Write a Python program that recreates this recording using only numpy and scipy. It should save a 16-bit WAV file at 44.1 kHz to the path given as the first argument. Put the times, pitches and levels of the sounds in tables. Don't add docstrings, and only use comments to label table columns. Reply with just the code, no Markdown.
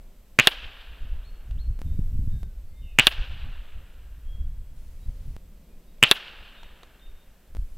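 import sys
import numpy as np
from scipy import signal
from scipy.fft import rfft, irfft, next_fast_len
from scipy.io import wavfile
from scipy.ndimage import uniform_filter1d, map_coordinates

SR = 44100
rng = np.random.default_rng(int(sys.argv[2]) if len(sys.argv) > 2 else 0)


def master_out(mix):
    frames = np.transpose(np.atleast_2d(mix))
    ceiling = np.clip(frames, -1, 1)
    pcm = np.round(ceiling * 32767).astype(np.int16)
    wavfile.write(sys.argv[1], SR, pcm)


def convert_level_to_amplitude(level_db):
    exponent = np.asarray(level_db, float) / 20
    return 10 ** exponent


N = 342657

# freq_hz, level_db (per Hz)
SCATTER_COLOUR = [(100, -48.5), (250, -16), (600, -7), (1100, -7.5), (1600, -2), (2100, -7.5), (2800, 1.5),
                  (3600, -5), (4400, -13.5), (5500, -25.5), (7000, -36.5), (12000, -48), (20000, -120)]


def unit(x):
    return x / np.sqrt(np.mean(x ** 2) + 1e-20)


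def along(points, hz):
    f, v = np.transpose(points)
    return np.interp(np.log(hz + 1), np.log(f + 1), v)


def noise(spectrum, size=N):
    m = next_fast_len(size + 8192)
    shape = convert_level_to_amplitude(along(spectrum, np.fft.rfftfreq(m, 1 / SR)))
    return unit(irfft(rfft(rng.standard_normal(m)) * shape, m)[:size])


def wobble(rate):
    knots = rng.standard_normal(int(N * rate / SR) + 4)
    return map_coordinates(knots, [np.arange(N) * rate / SR])


def bump(s, spread):
    return np.exp(-.5 * ((np.arange(N) / SR - s) / spread) ** 2)


def add(track, s, sound):
    part = track[round(s * SR):][:len(sound)]
    part += sound[:len(part)]


def rifle():
    # pop_s, opening_hz, pop_t60_s
    shots = [
        (.38935, 1250, .0019),
        (2.98785, 1500, .0024),
        (6.02795, 1600, .003),
    ]
    # delay_s, level_db, opening_lift_hz, ring_stretch (factor), rise_ms
    paths = [(-.0030, -39, 400, 1.5, .3), (-.0012, -30, 400, 1.2, .3), (0, 0, 0, 1, .08),
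             (.0046, -16, 300, 1.1, .5), (.0085, 0, 600, 1.25, .08), (.0131, -18, 900, 1.8, .5),
             (.0166, -17, 200, 1, .3), (.0214, -29, 500, 1.3, .4), (.0234, -28, 500, 1.3, .4),
             (.040, -33, 600, 2, .5), (.048, -33, 600, 2, .5), (.253, -45, 600, 3, 1)]
    # start_s, level_db, board_hz
    smacks = [
        (.4721, 10, 3550),
        (3.0695, 9, 3500),
        (6.1129, 10, 3650),
    ]
    # start_s, level_db, knock_hz
    taps = [
        (1.509, -45, 2800),
        (5.983, -58, 2500),
        (6.631, -39, 900),
        (6.8315, -38, 1000),
        (6.995, -53, 3500),
    ]
    # freq_hz, level_db (per Hz)
    stock_colour = [(150, -40), (350, -3), (900, 0), (1800, -7), (3800, -3), (5000, -20), (6200, -17),
                    (9500, -24), (13000, -40)]
    pop_db = 12
    out = np.zeros(N)
    for (pop_s, open_hz, t60), (hit_s, hit_db, board_hz) in zip(shots, smacks):
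        for delay, path_db, lift_hz, stretch, rise_ms in paths:
            arrival = pop(open_hz + lift_hz, t60 * stretch, rise_ms / 1000)
            add(out, pop_s + delay, convert_level_to_amplitude(pop_db + path_db) * arrival)
        add(out, hit_s, convert_level_to_amplitude(hit_db) * smack(board_hz))
        add(out, hit_s - 1 / 10, whizz())
        add(out, pop_s, yard())
    t = np.arange(SR // 30) / SR
    for s, db, hz in taps:
        wood = noise(stock_colour, size=len(t)) + .7 * np.sin(2 * np.pi * hz * t)
        add(out, s, convert_level_to_amplitude(db - 60 * t / .022) * wood * (1 - np.exp(-t / .0007)))
    return out


def pop(open_hz, t60, rise):
    t = np.arange(SR // 20) / SR
    final_hz, glide_s = 3050, .00065
    hz = final_hz + (open_hz - final_hz) * np.exp(-t / glide_s)
    rough = 1 + .25 * uniform_filter1d(rng.standard_normal(len(t)), size=30)
    ring = -np.sin(2 * np.pi * np.cumsum(hz * rough) / SR)
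    decay = convert_level_to_amplitude(-60 * (t / t60) ** 1.2) + convert_level_to_amplitude(-22 - 60 * t / .016)
    life = decay * (1 - np.exp(-(t / rise) ** 2))
    push = convert_level_to_amplitude(-24.5) * np.sin(2 * np.pi * 120 * t - .6)
    push *= convert_level_to_amplitude(-60 * t / 0.022) * (1 - np.exp(-t / 0.00029))
    suck = -convert_level_to_amplitude(-9.5 - 60 * t / 0.0018) * (1 - np.exp(-t / .0001))
    scatter = convert_level_to_amplitude(-27 - 60 * t / 0.035) * noise(SCATTER_COLOUR, size=len(t))
    return ring * life / life.max() + push + suck + scatter


def smack(board_hz):
    # mode_hz, level_db, t60_s
    modes = [
        (1680, -9, .01),
        (2850, -12.5, .02),
        (420, -19.5, .012),
        (800, -15.5, .008),
        (1200, -15.5, .008),
        (2250, -17.5, .008),
        (5600, -22, .004),
        (11000, -24, 0.0077),
    ]
    t = np.arange(SR // 8) / SR
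    sag = 1 + .06 - 80 * t
    ring = np.sin(2 * np.pi * board_hz * np.cumsum(sag) / SR) * convert_level_to_amplitude(-60 * (t / .0038) ** 1.8)
    for hz, db, t60 in modes:
        level = convert_level_to_amplitude(db + rng.normal(0, 2) - 60 * t / t60)
        ring += level * np.sin(2 * np.pi * hz * rng.normal(1, .02) * t)
    tear = convert_level_to_amplitude(-23 - 60 * t / .01) * rng.standard_normal(len(t))
    rattle = convert_level_to_amplitude(-21.0 - 60 * t / 0.05) * noise(SCATTER_COLOUR, size=len(t))
    direct = (ring + tear) * (1 - np.exp(-t / .00005))
    out = direct + rattle
    for delay, db in [(.0053, -18), (.0074, -19)]:
        add(out, delay, convert_level_to_amplitude(db) * direct * (1 - np.exp(-t / 0.00016)))
    return out


def whizz():
    # freq_hz, level_db (per Hz)
    hiss_colour = [(3000, -64.5), (7000, -12), (9500, -3.5), (13000, -0.5), (16000, -7), (20000, -28.5)]
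    t = np.arange(-SR // 10, SR // 5) / SR
    swell = np.where(t < 0, convert_level_to_amplitude(-46 + 450 * t), convert_level_to_amplitude(-43 - 60 * t / .18))
    return swell * noise(hiss_colour, size=len(t))


def yard():
    # level_db, t60_s
    layers = [
        (-29.5, .5),
        (-41.5, 2.2),
        (-48.5, 4),
    ]
    # freq_hz, change_db_per_s
    dulling = [(500, 5), (1600, 1.5), (3000, -7), (4500, -9), (7000, -35.5)]
    # delay_s, spread_s, swell_db
    walls = [
        (.045, .02, 0.5),
        (.135, .012, 5.5),
        (.2, .015, 1),
        (.255, .012, 3.5),
        (.43, 0.019, 1.5),
        (.56, 0.015, 1),
    ]
    hz, t, z = signal.stft(noise(SCATTER_COLOUR, size=2 * SR), SR, nperseg=256)
    clumps = uniform_filter1d(rng.standard_normal(z.shape), size=12, axis=0)
    clumps = 1.6 * unit(uniform_filter1d(clumps, size=2, axis=1))
    colour_db = along(dulling, hz)[:, None] * (t - 0.3677) + clumps
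    tail = signal.istft(z * convert_level_to_amplitude(colour_db), SR, nperseg=256)[1]
    age = np.arange(len(tail)) / SR
    decay = np.sqrt(sum(convert_level_to_amplitude(db - 60 * age / t60) ** 2 for db, t60 in layers))
    swell_db = sum(db * bump(s, spread) for s, spread, db in walls)
    swell_db += -8 * bump(.112, 0.0068)
    return tail * decay * convert_level_to_amplitude(swell_db[:len(tail)])


def scene_changes():
    # start_s, level_db, sign (factor)
    jumps = [
        (1.7913, -33.5, 0.9),
        (1.8172, -26.5, -1),
        (2.432, -31.5, 0.98),
        (5.3655, -31, 0.98),
        (7.5503, -31, -1),
        (7.5596, -41, 0.96),
        (7.5688, -30.5, 0.99),
        (7.7695, -37, 0.19),
    ]
    leak = np.exp(-np.arange(SR // 10) / SR / 0.011)
    out = np.zeros(N)
    for s, db, sign in jumps:
        add(out, s, sign * convert_level_to_amplitude(db) * leak)
    return out


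def wind():
    # time_s, strength_db, small_over_large_db
    breeze = [(0, -43, -17), (.2, -50.5, -14), (.6, -43, -18), (.98, -46, -21), (1.05, -34, -17),
              (1.42, -41.5, -16), (1.5, -31, -8), (2.1, -33, -15), (2.42, -30, -2.5), (2.52, -39.5, -13),
              (2.95, -36, -13), (3.5, -37.5, -11.5), (3.9, -41.5, -18), (4.5, -36.5, -11.5),
              (5.35, -41.5, -5.5), (5.45, -48.5, -15.5), (7.45, -52, -11.5), (7.77, -37.5, -16)]
    # centre_s, spread_s, level_db, small_over_large_db
    gusts = [(0.652, .02, -40.5, -10.5), (.92, 0.028, -44, -20.5), (1.041, .025, -30, -23),
             (1.15, 0.029, -33.5, -15), (1.331, 0.014, -34.5, -21.5), (1.561, 0.034, -25, -12.5),
             (1.7, 0.023, -24.5, -12), (1.901, 0.042, -26.5, -2.5), (2.019, 0.04, -24, -5.5),
             (2.2, 0.044, -23, -6), (2.33, 0.027, -31.5, 3.5), (2.6, 0.031, -36.5, -19),
             (2.83, .04, -44, -8), (3.2, 0.022, -28.5, -5.5), (3.32, 0.018, -38, -0.5),
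             (3.422, 0.042, -33, -9), (3.8, 0.032, -37.5, -7.5), (4.08, 0.028, -34.5, -12.5),
             (4.3, 0.028, -34, -20.5), (4.449, 0.059, -33, -5.5), (5.09, 0.018, -36, -4),
             (5.19, 0.044, -35.5, -11), (5.3, 0.037, -38, -1.5), (5.5, 0.034, -45, -14.5),
             (5.75, 0.044, -47, -15.5), (6.419, .05, -47, -18), (6.67, .02, -45, -9.5),
             (7.099, .04, -41.5, -20.5), (7.6, 0.029, -26, -13)]
    # centre_s, level_db, eddy_hz, sign (factor)
    lumps = [
        (1.993, -4.5, 85.5, 0.82),
        (2.158, -13.5, 63.7, 1),
        (2.193, -11.5, 70, -1.1),
        (2.231, -15, 39.5, 0.89),
        (2.277, -13.5, 81, 0.91),
        (7.594, -14, 34.9, -1.1),
    ]
    s, strength_db, small_db = np.transpose(breeze)
    now = np.arange(N) / SR
    heave = convert_level_to_amplitude(np.interp(now, s, strength_db))
    buffet = convert_level_to_amplitude(np.interp(now, s, strength_db + small_db))
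    for at, spread, db, gust_small_db in gusts:
        heave += convert_level_to_amplitude(db) * bump(at, spread)
        buffet += convert_level_to_amplitude(db + gust_small_db) * bump(at, spread)
    flutter = convert_level_to_amplitude(-16.5 - 40) * (buffet * 100) ** 1.1
    # (Hz, dB per Hz)
    sizes = [(heave, 1.6, [(4, -60), (10, 0), (25, -1), (55, -10), (90, -29), (300, -120)]),
             (buffet, 3.2, [(25, -90.5), (55, 4.5), (130, -11.0), (200, -30), (600, -120)]),
             (flutter, 5, [(60, -89.5), (125, 2.0), (250, -7.5), (450, -29.0), (1200, -120)])]
    gusting = wobble(22)
    out = np.zeros(N)
    for level, depth_db, colour in sizes:
        out += level * unit(convert_level_to_amplitude(depth_db * gusting) * noise(colour))
    t = np.arange(-4000, 4000) / SR
    for at, db, hz, sign in lumps:
        u = np.sqrt((t * 2 * np.pi * hz) ** 2 + 0.34)
        add(out, at + t[0], sign * convert_level_to_amplitude(db + 4.0) * (1 - u * 0.5) * np.exp(-u))
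    return out


def birds():
    # start_s, from_hz, held_hz, level_db
    chirps = [
        (1.222, 2500, 4320, -57),
        (1.57, 2400, 4250, -54),
    ]
    # start_s, length_s, from_hz, held_hz, level_db
    whistles = [(1.83, .18, 3590, 3670, -70), (2.28, .21, 3560, 3670, -69), (2.28, .3, 1820, 1460, -70),
                (2.65, .1, 4400, 4470, -73), (2.68, .3, 2030, 2125, -72), (2.73, .26, 3540, 3655, -69),
                (2.81, .2, 3000, 2380, -61), (2.81, .19, 3150, 2580, -63), (2.82, .18, 3150, 2850, -68),
                (4.22, .28, 3180, 3285, -66), (4.4, .5, 3290, 3290, -81), (5.0, .1, 3800, 3880, -68),
                (5.68, .08, 2370, 2440, -74), (5.87, .06, 3740, 3780, -71), (6.57, .1, 3600, 3690, -59),
                (7.0, .12, 3500, 3670, -61), (7.12, .18, 3670, 3680, -70)]
    out = np.zeros(N)
    waver = 1 + .005 * wobble(120)

    def sing(s, hz):
        unsteady_hz = hz * waver[round(s * SR):][:len(hz)]
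        return np.sin(2 * np.pi * np.cumsum(unsteady_hz) / SR)

    t = np.arange(SR // 4) / SR
    slur_s, hold_s, t60_s = .038, .012, .1
    for s, from_hz, held_hz, db in chirps:
        up = np.clip(t / slur_s, 0, 1)
        hz = from_hz + (held_hz - from_hz) * np.sin(up * np.pi / 2) ** 1.3
        level_db = -10 * (1 - up) - 60 * np.clip(t - slur_s - hold_s, 0, 1) / t60_s
        after = convert_level_to_amplitude(-19 - 60 * t / 1.1) * (up == 1)
        add(out, s, convert_level_to_amplitude(db) * (convert_level_to_amplitude(level_db) + after) * np.minimum(t * 100, 1) * sing(s, hz))
    for s, length, from_hz, held_hz, db in whistles:
        u = np.arange(round(length * SR)) / SR / length
        swell = np.abs(np.sin(np.pi * u ** .7))
        settle = .17 if held_hz > from_hz else .4
        hz = held_hz + (from_hz - held_hz) * np.exp(-u / settle)
        add(out, s, convert_level_to_amplitude(db) * swell * sing(s, hz))
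    out *= convert_level_to_amplitude(1.1 * wobble(54))
    smear = rng.standard_normal(len(t)) * convert_level_to_amplitude(-60 * t / .45)
    return out + convert_level_to_amplitude(-4.5) * signal.fftconvolve(out, smear / np.linalg.norm(smear))[:N]


def traffic():
    # freq_hz, level_db (per Hz)
    drone_colour = [(90, -60.5), (150, -0.5), (220, -2.5), (330, -25), (600, -90.5)]
    return convert_level_to_amplitude(-61.5) * bump(5.6, .5) * noise(drone_colour)


def floor():
    # start_s, hiss_db, whine_db
    scenes = [
        (0, 0.5, 1.5),
        (1.791, 6, -15),
        (1.817, 3.5, 5.5),
        (2.432, 0.5, 1.5),
        (4.761, 4, -6),
        (5.366, 0.5, 1),
        (7.552, 3, 1.5),
    ]
    # tone_hz, wander_hz, level_db
    whine = [
        (7865, 6, -86),
        (11970, 6, -77),
    ]
    # freq_hz, level_db (per Hz)
    hum_colour = [(60, -92.5), (130, -4), (200, -1), (300, -8), (550, -8), (800, -17), (1500, -24),
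                  (3000, -24.5), (5000, -35.5), (9000, -90)]
    hiss_colour = [(100, -41), (600, -1), (2500, -1.5), (6000, -4), (11000, -5), (15000, -5.5),
                   (17000, -15)]
    side_colour = [(18, -29.5), (30, 0), (141, -23), (179, -18.5), (1760, -28.5), (2750, -27.5),
                   (12000, -26), (16000, -40.5)]
    s, hiss_db, whine_db = np.transpose(scenes)
    current = np.searchsorted(s, np.arange(N) / SR, "right") - 1
    swell_db = 1.3 * wobble(5)
    mid = convert_level_to_amplitude(-63.0 + swell_db) * noise(hum_colour)
    mid += convert_level_to_amplitude(-69.5 + hiss_db[current]) * noise(hiss_colour)
    for hz, wander_hz, tone_db in whine:
        flicker_db = .8 * wobble(30)
        drift = np.cumsum(hz + wander_hz * wobble(60)) / SR
        mid += convert_level_to_amplitude(tone_db + whine_db[current] + 2.5 + flicker_db) * np.sin(2 * np.pi * drift)
    side = convert_level_to_amplitude(-73.5 + hiss_db[current]) * noise(side_colour)
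    return np.array([mid + side, mid - side])


def scene():
    return rifle() + scene_changes() + wind() + birds() + traffic() + floor()


def band_limit(x):
    return signal.sosfilt(signal.butter(12, 16530, fs=SR, output="sos"), x)


def record(dry):
    clipped = dry / (1 + np.abs(dry / convert_level_to_amplitude(-.3)) ** 8) ** (1 / 8)
    skew = np.gradient(np.gradient(np.gradient(clipped.mean(0))))
    pair = clipped + convert_level_to_amplitude(-14) * np.array([skew, -skew])
    limit = signal.butter(12, 16200, fs=SR, output="sos")
    return band_limit(signal.sosfiltfilt(limit, pair))


dry = scene()
out = record(dry)
master_out(out)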